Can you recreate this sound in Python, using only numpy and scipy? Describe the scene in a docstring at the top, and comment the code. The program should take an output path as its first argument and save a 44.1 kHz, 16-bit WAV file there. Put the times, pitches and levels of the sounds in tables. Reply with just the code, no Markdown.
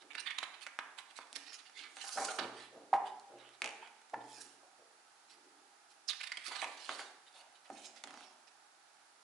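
"""The pages of a softcover book scuff, snap and buckle on a wooden table, close under a stereo microphone.
Fingers pick at the page corner, two leaves are swept over and land, and the hands press the spread flat.
Flicks and pops are short fading tones; scrapes, rubs and sweeps are noise shaped by pressure or speed.
The table echoes the flicks and hums under pushes; a quiet room rings near 800 Hz over faint steady air."""
import sys
import numpy as np
from scipy import signal
from scipy.fft import rfft, irfft, next_fast_len
from scipy.io import wavfile
from scipy.ndimage import uniform_filter1d, map_coordinates

SR = 44100
rng = np.random.default_rng(int(sys.argv[2]) if len(sys.argv) > 2 else 0)


def unload_audio(sound):
    """Save the sound as a 16-bit wav file, at the path given as the first command line argument."""
    columns = np.transpose(np.atleast_2d(sound))
    # keep every value between -1 and 1, then stretch to whole-number steps
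    steps = np.round(np.clip(columns, -1, 1) * 32767)
    wavfile.write(sys.argv[1], SR, steps.astype(np.int16))


N = 407043  # length of the scene [samples]

# the loose leaf flaps over and lands; levels are relative:
# (time [s], flutter level [dB], slap level [dB], time to fade by 60 dB [s], pitch [Hz])
FLAPS = [(1.968, -52.5, -50, 0.2, 785), (2.04, -52.5, -60, 0.58, 796), (2.172, -35.5, -60, 0.21, 776),
         (2.216, -43, -56, 0.36, 776), (2.284, -38, -43, 0.3, 1414), (2.386, -35, -35.5, 0.24, 761),
         (6.51, -44.5, -50, 0.22, 990), (6.625, -37.5, -60, 0.13, 768), (6.89, -44, -44.5, 0.19, 1070),
         (6.992, -44.5, -66, 0.14, 854)]


def amp(db):
    """Turns decibels into a gain."""
    return 10 ** (np.asarray(db) / 20)


def unit(x):
    """Scales a sound to an average strength (rms) of 1."""
    return x / np.sqrt(np.mean(x ** 2) + 1e-20)


def along(points, hz):
    """Reads a curve of (frequency [Hz], value) points, spaced by pitch."""
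    frequencies, values = np.transpose(points)
    return np.interp(np.log(hz + 1), np.log(frequencies), values)


def wobble(rate, size):
    """A smooth random curve with `rate` random points a second."""
    points = rng.standard_normal(int(size * rate / SR) + 4)
    return map_coordinates(points, [np.arange(size) * rate / SR])


def filtered(x, response):
    """Changes the strength or timing of each frequency by a response function."""
    size = x.shape[-1]
    padded = next_fast_len(size + 4096)
    spectrum = rfft(x, padded) * response(np.fft.rfftfreq(padded, 1 / SR))
    return irfft(spectrum, padded)[..., :size]


def coloured(x, spectrum):
    """Shapes noise by (frequency [Hz], level [dB]) points and scales it to rms 1."""
    return unit(filtered(x, lambda hz: amp(along(spectrum, hz))))


def band(x, centre_hz, octaves, steep):
    """Keeps a flat-topped band of frequencies and scales it to rms 1."""
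    distance = lambda hz: np.abs(np.log2((hz + 1) / centre_hz) / octaves)
    return unit(filtered(x, lambda hz: 1 / (1 + distance(hz) ** steep)))


def spread(pair, alike):
    """Mixes two unrelated noises so left and right are more or less alike at each frequency."""
    turn = lambda hz: np.arccos(np.clip(along(alike, hz), -1, 1)) / 2
    mid, side = filtered(pair, lambda hz: np.array([np.cos(turn(hz)), np.sin(turn(hz))]))
    return np.array([mid + side, mid - side])


def placed(pan_db):
    """Left and right gains with a mean of 1; pan_db is how much louder the left is."""
    gains = amp([[pan_db / 2], [-pan_db / 2]])
    return gains / gains.mean()


def add(track, s, sound):
    """Mixes a sound into a track from time s [s]."""
    start = round(s * SR)
    part = sound[..., max(-start, 0):N - start]
    first = max(start, 0)
    track[:, first:first + part.shape[-1]] += part


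def friction(size, grain_db, width):
    """Fibres catch and slip: stereo noise in tiny clumps of random strength."""
    mid, side = rng.standard_normal((2, size)) * amp(grain_db * wobble(1500, size))
    return np.array([mid + width * side, mid - width * side])


def stroke(length, rise_share):
    """A swell of pressure or speed: its curve, and how long before the peak it starts [s]."""
    rise = length * np.clip(rise_share, .05, .95)
    fall = length - rise
    t = np.arange(-3 * rise, 3 * fall, 1 / SR)
    return np.exp(-(t / np.where(t < 0, rise, fall)) ** 2), -t[0]


def thin(x, corner_hz):
    """A free sheet radiates little bass, because air slips round its edges."""
    return filtered(x, lambda hz: (1j * hz / (corner_hz + 1j * hz)) ** 3)


def patchy(x, depth_db):
    """A bending sheet shifts its resonances: energy gathers in patches wandering over pitch and time."""
    grid = signal.stft(x, nperseg=512)[2]
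    field = uniform_filter1d(rng.standard_normal(grid.shape[1:]), size=4, axis=0)  # blur over pitch
    field = uniform_filter1d(field, size=9, axis=1)  # blur over time
    shaped = grid * amp(depth_db * unit(field))
    power = lambda frames: np.sum(np.abs(frames) ** 2, axis=(0, 1)) + 1e-24
    level_match = np.sqrt(power(grid) / power(shaped))  # each moment keeps its loudness
    return signal.istft(shaped * level_match, nperseg=512)[1][:, :N]


def air():
    """Steady room air and microphone hiss, made of shaped stereo noise."""
    # colour of the air: (frequency [Hz], relative level [dB])
    air_colour = [(20, -36), (60, -32), (120, -17), (200, -15), (330, -4.5), (550, -6.5), (820, 8.5),
                  (1020, -1.5), (1300, 4), (2000, -3), (3200, -6.5), (4500, -4.5), (8000, -8.5),
                  (11000, -10)]
    # left-right likeness of the air: (frequency [Hz], likeness [1 = the same])
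    air_alike = [(60, 0.45), (170, 0.8), (500, 0.53), (1420, 0.24), (4090, 0.05), (11800, 0.035)]
    noise = spread(rng.standard_normal((2, N)), air_alike)
    return amp(-64.0) * placed(-4.5) * coloured(noise, air_colour)


def room(x, wet_db, modes_db, across):
    """A diffuse tail, a little stronger on the side of the source, plus a few standing tones."""
    # fading of the tail: (frequency [Hz], time to fade by 60 dB [s])
    tail_fade = [(100, 0.72), (280, 1), (700, 0.69), (1800, 0.67), (5000, 0.74), (11000, 0.58)]
    # colour of the tail: (frequency [Hz], relative level [dB])
    tail_colour = [(40, -9), (150, -2), (280, -1.5), (560, -3.5), (810, 1.5), (1100, -2.5), (2000, -0.5),
                   (4000, -7), (10000, -4.5)]
    # left-right likeness of the tail: (frequency [Hz], likeness [1 = the same])
    tail_alike = [(200, 0.97), (800, 0.87), (2000, 0.45), (5000, 0.12), (10000, 0.1)]
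    # standing tones of table and room: (pitch [Hz], relative level [dB], time to fade by 60 dB [s])
    standing_tones = [(228, -59.5, 1.0), (289, -54.5, 0.84), (434, -65, 0.98), (843, -65.5, 0.82),
                      (957, -52, 0.28), (1143, -60, 1)]
    hz, frames, grid = signal.stft(rng.standard_normal((2, SR)), SR, nperseg=256)
    fade = amp(-60 * frames / along(tail_fade, hz)[:, None])
    tail = signal.istft(grid * fade, SR, nperseg=256)[1]
    t = np.arange(tail.shape[1]) / SR
    tail = filtered(spread(tail, tail_alike), lambda f: amp(along(tail_colour, f)))
    tail = tail * (1 - np.exp(-t / 0.00087))  # quick build-up
    tones = sum(amp(db - 60 * t / t60) * np.sin(2 * np.pi * f * t) for f, db, t60 in standing_tones)
    answer = amp(wet_db) * tail + amp(modes_db) * tones
    source = (1 - across) * x + across * x[::-1]  # some of each side reaches the other
    return signal.fftconvolve(source, answer, axes=1)[:, :N]


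def table_echo(x, delay, echo_db):
    """The table top sends back a duller copy a moment later."""
    late = lambda hz: np.exp(-2j * np.pi * hz * delay)
    return filtered(x, lambda hz: amp(echo_db) * late(hz) / (1 + (hz / 6000) ** 2))


def leans():
    """A hand leans on the book: the table top's lowest tone swells and fades under each push."""
    # pushes: (time [s], level [dB])
    pushes = [(2.419, -64.5), (2.931, -76), (3.321, -72.5), (4.141, -65.5), (7.70, -82)]
    out, t = np.zeros((2, N)), np.arange(SR) / SR
    for s, db in pushes:
        hum = np.sin(2 * np.pi * 123 * t + 0.47 * wobble(18, len(t)))
        add(out, s, amp(db - 60 * t / 1.03) * (1 - np.exp(-t / 0.02)) * hum)
    return out


def rubs():
    """Soft, dull friction of the palms through the block of pages; a harder push sounds broader."""
    # palms push and rub on book and table:
    # (time of peak [s], length [s], relative level [dB], centre [Hz])
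    palm_rubs = [(0.039, .09, -65, 377), (1.8, 0.21, -71, 360), (2.189, .1, -44, 560),
                 (2.42, 0.075, -44, 480), (2.758, 0.11, -53.5, 453), (2.941, 0.036, -40, 515),
                 (3.328, 0.1, -55, 457), (3.658, 0.062, -49.5, 565), (4.158, 0.096, -53, 393),
                 (4.4, 0.21, -67.5, 348), (4.639, 0.051, -64, 670), (4.798, 0.076, -64.5, 480),
                 (5.386, 0.36, -70.5, 360), (6.658, .114, -58, 537), (6.919, .16, -58.5, 470),
                 (7.372, 0.14, -63.5, 750), (7.718, 0.052, -56.5, 310), (7.751, 0.32, -64, 700),
                 (8.077, 0.14, -64, 280), (8.13, 0.34, -64, 800)]
    rise_share = 0.25  # share of a rub spent pressing in
    # half width [octaves] at the usual level [dB], and the extra level that doubles it [dB]
    usual_octaves, usual_db, widens_db = 0.6, -55, 24.5
    out = np.zeros((2, N))
    for s, length, db, hz in palm_rubs:
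        pressure, lead = stroke(length, rise_share)
        octaves = usual_octaves * 2 ** ((db - usual_db) / widens_db)
        dull = band(friction(len(pressure), grain_db=3.5, width=0.13), hz, octaves, steep=2.48)
        add(out, s - lead, amp(db - 2) * placed(-1) * pressure * dull)
    return out


def touches(db_column):
    """Moments and strengths of the restless fingers, unevenly spaced."""
    # faint scrapes (column 0) and ticking flicks (column 1):
    # (start [s], end [s], typical scrape level [dB], typical flick level [dB])
    fidgets = [(.02, .25, -59.5, -39.5), (0.998, 1.75, -59.5, -41), (3.401, 4.3, -67.5, -46),
               (7.301, 8.297, -63.5, -53)]
    rate = 8.6  # touches a second
    rows = []
    for start, end, *levels in fidgets:
        late, force = rng.standard_normal((2, 32))
        times = np.arange(start, end, 1 / rate)
        for s, delay, strength in zip(times, late, force):
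            rows.append((abs(s + 0.22 * delay / rate), levels[db_column] + 2.8 * strength))
    return rows


def scuffs():
    """Short scrapes: the speed of the slips sets a sharp upper edge, and the fibres add fizz above it."""
    # skin and page edges scrape over paper:
    # (time of peak [s], length [s], level [dB], upper edge [Hz], relative fizz level [dB])
    scrapes = [(.113, 0.019, -48.5, 3940, -15), (.153, .013, -47.5, 4500, -26),
               (.185, 0.018, -41, 4600, -21), (.203, 0.015, -42.5, 5700, -6),
               (.273, .028, -38.5, 4400, -21), (.308, 0.026, -40.5, 4440, -24),
               (.387, 0.0082, -34.5, 4500, -15.5), (.435, 0.015, -40.5, 4400, -13),
               (.546, 0.013, -51, 4440, -16), (.626, 0.038, -52.5, 4740, -2.5),
               (.67, 0.013, -47, 3250, -15), (.989, 0.022, -48, 4170, -5), (1.173, 0.032, -53, 5300, -4.5),
               (1.361, 0.018, -43, 6000, -2.5), (1.39, 0.15, -61, 5900, -8),
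               (1.496, 0.059, -54.5, 6040, -20), (1.543, 0.036, -50.5, 6500, -6.5),
               (1.788, 0.075, -51, 5540, -9), (1.843, 0.058, -51.5, 5000, -15),
               (2.601, 0.11, -54.5, 4700, -6.5), (3.071, .042, -54.5, 4340, -7),
               (3.435, 0.13, -62, 3860, -22.5), (3.84, 0.075, -58, 3300, -24), (4.37, 0.23, -62, 6030, 4.5),
               (4.414, .016, -58.5, 6700, 12), (5.315, 0.069, -63.5, 5800, -5.5),
               (5.912, 0.033, -67, 6100, 0), (6.098, 0.025, -44, 6060, 1), (6.133, 0.014, -45, 4940, -17),
               (6.211, 0.017, -44.5, 4740, -14), (6.238, .017, -43, 5030, -9),
               (6.273, 0.013, -44, 5100, -9), (6.3225, .01, -40.5, 5200, -13),
               (6.3745, 0.007, -40.5, 4960, -10), (6.47, 0.04, -45, 5600, -3),
               (6.56, .022, -43.5, 4600, -12), (6.625, 0.041, -44, 3840, -8), (7.002, 0.052, -50, 4800, -1),
               (7.37, 0.077, -61, 5150, -2.5), (7.795, 0.17, -62, 7000, -0.5),
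               (7.858, .042, -51.5, 7400, -6), (7.972, .039, -59, 6030, -4), (8.2, .2, -62.5, 6100, -7),
               (8.48, 0.017, -60, 6000, -10)]
    # colour of the scrape: (frequency [share of the upper edge], relative level [dB])
    rasp_colour = [(.06, -57), (.13, -15.5), (.22, -3), (.45, 3), (0.921, 3.5), (1.1, -9), (1.299, -24),
                   (2.5, -44)]
    # colour of the fizz: (frequency [Hz], relative level [dB])
    fizz_colour = [(3500, -26), (5600, -6.5), (7000, -3), (8000, -2), (9400, -2), (11000, -8.5)]
    # the working hand moves between page corner and spine: (time [s], left over right [dB])
    hand_path = [(.4, -16), (1.5, -11.5), (2.6, -7.5), (5.3, -9), (6.1, -9), (6.6, -16), (7, -2.5),
                 (8, -9.5)]
    rise_share = .43  # share of a scrape spent pressing in
    out = np.zeros((2, N))
    faint = [(s, .03, db, 4900, -10) for s, db in touches(db_column=0)]
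    for s, length, db, edge_hz, fizz_db in list(scrapes) + faint:
        pressure, lead = stroke(length, rise_share)
        grains = friction(len(pressure), grain_db=3, width=0.42)
        rasp = coloured(grains, np.array(rasp_colour) * [edge_hz, 1])
        fizz = amp(fizz_db - 1.5) * coloured(grains, fizz_colour)
        pan = placed(np.interp(s, *np.transpose(hand_path)))
        add(out, s - lead, amp(db) * pan * pressure * (rasp + fizz))
    return patchy(out, depth_db=4.5)


def swish(s, db, start_hz, end_hz, glide):
    """The page corner slips off the fingertip: a narrow hiss that falls as the free edge gets longer."""
    pressure, _ = stroke(length=0.035, rise_share=0.2)
    t = np.arange(len(pressure)) / SR
    peak_time = t[np.argmax(pressure)]
    pitch = end_hz + (start_hz - end_hz) / (1 + np.exp((t - peak_time) / glide))
    blur = filtered(rng.standard_normal(len(t)), lambda hz: 1 / (1 + (hz / 700) ** 2))
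    hiss = unit(blur * np.sin(2 * np.pi * np.cumsum(pitch) / SR))
    out = np.zeros((2, N))
    add(out, s, amp(db) * placed(-17) * pressure * hiss)
    return out


def riffles():
    """Leaf edges run off the thumb one after another, each softer than the last."""
    # (time [s], first level [dB], loss a leaf [dB], gap [s], pitch [Hz], relative tick level [dB])
    runs = [(3.6436, -21, 4, 0.016, 2600, -10.5), (8.074, -34.5, 1, .0335, 1260, -7)]
    rows = []
    for s, db, loss_db, gap, hz, tick_db in runs:
        for k in range(5):  # leaves in a run
            rows.append((s + k * gap, db - k * loss_db, hz, tick_db))
    return rows


def buckles():
    """A whole sheet jumps and rings low, sagging in pitch as tension goes, while the fold crackles."""
    # a bowed sheet pops into a new shape under the palm:
    # (time [s], level [dB], settled pitch [Hz], time to fade by 60 dB [s], relative overtone level [dB])
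    pops = [(2.9298, -10, 783, 0.027, -33), (2.9365, -13.5, 950, 0.019, -17), (2.945, -23, 802, 0.065, -20),
            (3.826, -39.5, 898, 0.037, -23), (4.134, -32.5, 719, 0.045, -30),
            (4.1405, -23, 847, 0.024, -6.5), (7.70, -36.5, 746, 0.038, -20),
            (8.041, -43.5, 820, 0.047, -12)]
    # overtones: (multiple of the pitch, relative level [dB])
    overtones = [(1.62, -3), (2.0, -2)]
    attack = 0.0013  # rise of a pop [s]
    out, t = np.zeros((2, N)), np.arange(SR // 5) / SR
    # flaps and riffled leaves ring the sheet too; a flap's tone lasts 0.22 of its flutter
    flapped = [(s, db + 6, hz, 0.22 * t60, -12) for s, db, _, t60, hz in FLAPS]
    riffled = [(s, db - 18, 824, 0.067, -18) for s, db, _, _ in riffles()]
    for s, db, hz, t60, overtones_db in list(pops) + flapped + riffled:
        pitch = hz * (1 + 0.032 * np.exp(-t / 0.0041))
        slack = .6 * wobble(170, len(t)) * (1 - np.exp(-t / .006))
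        phase = 2 * np.pi * np.cumsum(pitch) / SR + slack
        tone = np.sin(phase)
        for ratio, level in overtones:
            tone = tone + amp(overtones_db + level) * np.sin(ratio * phase)
        crackle = band(friction(len(t), grain_db=12.0, width=.25), hz, octaves=1.1, steep=3.1)
        life = (1 - np.exp(-t / attack)) * amp(-60 * t / t60)
        add(out, s, amp(db) * placed(-2.5) * life * (tone + amp(-12.5) * crackle))
    return thin(out, corner_hz=130)


def turns():
    """A travelling leaf slides along the hand in small jerks; flaps make it flutter and slap, then fade."""
    # the leaf slides along the hand and its neighbour:
    # (time of peak [s], length [s], relative slide level [dB], relative hiss level [dB])
    sweeps = [(2.024, 0.069, -47, -50.5), (2.228, 0.32, -49.5, -42), (6.58, 0.26, -47.5, -53),
              (6.935, 0.28, -49.5, -51)]
    # colour of each noise: (frequency [Hz], relative level [dB])
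    flutter_colour = [(150, -29), (450, -6), (780, 4.5), (1300, -1), (2200, -8), (5000, -54)]
    slide_colour = [(500, -49), (1200, 2), (2000, 0.5), (4300, 5), (6000, -14.5), (11000, -35)]
    hiss_colour = [(2000, -36), (4500, 4), (5800, 5), (9000, 2.5), (11000, -3.5)]
    rise_share, flap_attack = 0.6, 0.0012  # share of a sweep spent gathering speed; rise of a flap [s]
    drive, t = np.zeros((3, N)), np.arange(SR // 2) / SR  # power of flutter, slide and hiss
    for s, length, slide_db, hiss_db in sweeps:
        speed, lead = stroke(length, rise_share)
        add(drive[1:], s - lead, (amp([[slide_db], [hiss_db]]) * speed) ** 2)
    for s, flutter_db, slap_db, t60, _ in FLAPS:
        life = (1 - np.exp(-t / flap_attack)) * amp(-60 * t / t60)
        add(drive[:2], s, (amp([[flutter_db], [slap_db]]) * life) ** 2)  # a slap uses the slide noise
    fluttering, sliding, hissing = np.sqrt(drive)
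    jerks = amp(2.4 * wobble(90.6, N))
    flutter = coloured(friction(N, grain_db=4.5, width=0.22), flutter_colour)
    slide = coloured(friction(N, grain_db=2.0, width=0.51), slide_colour)
    hiss = coloured(friction(N, grain_db=2.5, width=0.59), hiss_colour)
    leaf = fluttering * amp(-1.5) * placed(-2) * flutter
    leaf = leaf + sliding * amp(-3.5) * placed(-10.5) * slide
    leaf = leaf + hissing * amp(-3.0) * placed(-6.5) * hiss
    return thin(jerks * leaf, corner_hz=120)


def snaps():
    """Each flick rings the sheet for a few cycles, with a bright tick and a dull push on the book."""
    # creases and page edges flick:
    # (time [s], level [dB], pitch [Hz], time to fade by 60 dB [s], thump relative to the flick [dB])
    creases = [(.1524, -24.5, 1920, 0.0027, -34), (.307, -28.5, 2220, 0.013, -39),
               (.3866, -22, 2070, .003, -42), (.4296, -20.5, 1300, 0.0032, -42.5),
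               (.6663, -27, 2060, .0053, -38), (.7894, -17.5, 1490, 0.0023, -46.5),
               (1.1889, -29.5, 1030, 0.0053, -31), (1.329, -32.5, 4060, 0.0022, -28),
               (1.3618, -27.5, 4120, 0.00049, -28.5), (1.969, -34, 2880, 0.0024, -38),
               (2.0915, -28, 3930, 0.0023, -36), (2.3882, -18, 990, 0.0048, -26.5),
               (3.1975, -46.5, 4300, 0.0063, -31), (3.6195, -17, 2420, 0.0045, -35),
               (6.2124, -30, 2550, 0.013, -52), (6.3189, -28, 2065, 0.018, -43),
               (6.372, -30, 2300, 0.009, -34), (6.4822, -29, 3050, 0.0015, -26),
               (6.6184, -26, 2470, .0074, -43), (6.6439, -24, 2400, 0.0045, -28),
               (6.893, -21, 1310, 0.0045, -28), (6.9941, -31, 1860, 0.0071, -33),
               (7.7017, -31, 776, 0.006, -30), (8.0385, -20.5, 2290, 0.00055, -38.5)]
    # colour of the push on the book: (frequency [Hz], relative level [dB])
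    thump_colour = [(30, -25), (80, -15), (130, -18.5), (300, 3), (600, 2.5), (1500, -2), (5000, -84)]
    # tick of a full-scale flick at the typical edge pitch [dB]; its dB per dB of force;
    # stiff, higher-pitched edges tick more [dB per octave]
    tick_full_db, tick_follows, tick_db_per_octave = -32, 0.5, 3.5
    edge_hz, light_thump_db = 1700, -31.5  # typical edge pitch; thump of a light touch or single leaf
    out, t = np.zeros((2, N)), np.arange(SR // 10) / SR
    light = [(s, db, edge_hz, .002, light_thump_db) for s, db in touches(db_column=1)]
    flicks = []
    for s, db, hz, t60, thump_db in list(creases) + light:
        stiffness_db = tick_db_per_octave * np.log2(hz / edge_hz)
        flicks.append((s, db, hz, t60, thump_db, tick_full_db + tick_follows * db + stiffness_db))
    leaves = [(s, db, hz, .0035, light_thump_db, db + tick_db) for s, db, hz, tick_db in riffles()]
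    for s, db, hz, t60, thump_db, tick_db in leaves + flicks:
        slack = .9 * wobble(hz / 4, len(t)) * (1 - np.exp(-t / .002))  # limp paper cannot hold a pitch
        ring = np.sin(2 * np.pi * hz * t + slack) * amp(-60 * t / t60)
        ring = thin(ring, corner_hz=0.32 * hz)
        tick = band(rng.standard_normal(len(t)), 6430, octaves=0.63, steep=7.6)
        tick = tick * amp(-60 * t / 0.0027)
        crumple = band(friction(len(t), grain_db=3.5, width=0.74), hz, octaves=1.62, steep=6.2)
        crumple = thin(crumple, corner_hz=456) * amp(-60 * t / 0.03)
        thump = coloured(rng.standard_normal(len(t)), thump_colour) * amp(-60 * t / 0.14)
        body = amp(db) * (1.074 * ring + amp(-17) * crumple + amp(thump_db) * thump)
        add(out, s, placed(-4) * (body + amp(tick_db) * tick))
    return out


def scene():
    """Adds up paper and hands, the table's echo and hum, the room and its air."""
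    flicks = snaps()
    corner_slip = swish(s=6.068, db=-35.5, start_hz=6080, end_hz=3700, glide=0.0046)
    scrapes = thin(scuffs() + corner_slip, corner_hz=230)
    echo = table_echo(flicks, delay=.0031, echo_db=-17.0)
    paper = flicks + echo + scrapes + rubs() + patchy(turns(), depth_db=3.5)
    pops = buckles()
    # the open spread beams its pops at the microphone, so the room gets a little less of them
    reverb = room(paper + amp(-1.5) * pops, wet_db=-35.0, modes_db=-5.5, across=0.15)
    return paper + pops + reverb + leans() + air()


def record(dry):
    """The recorder cuts off very steeply above its band limit."""
    top_hz = 11180
    return filtered(dry, lambda hz: 1 / np.sqrt(1 + (hz / top_hz) ** 300))


dry = scene()
out = record(dry)
unload_audio(out)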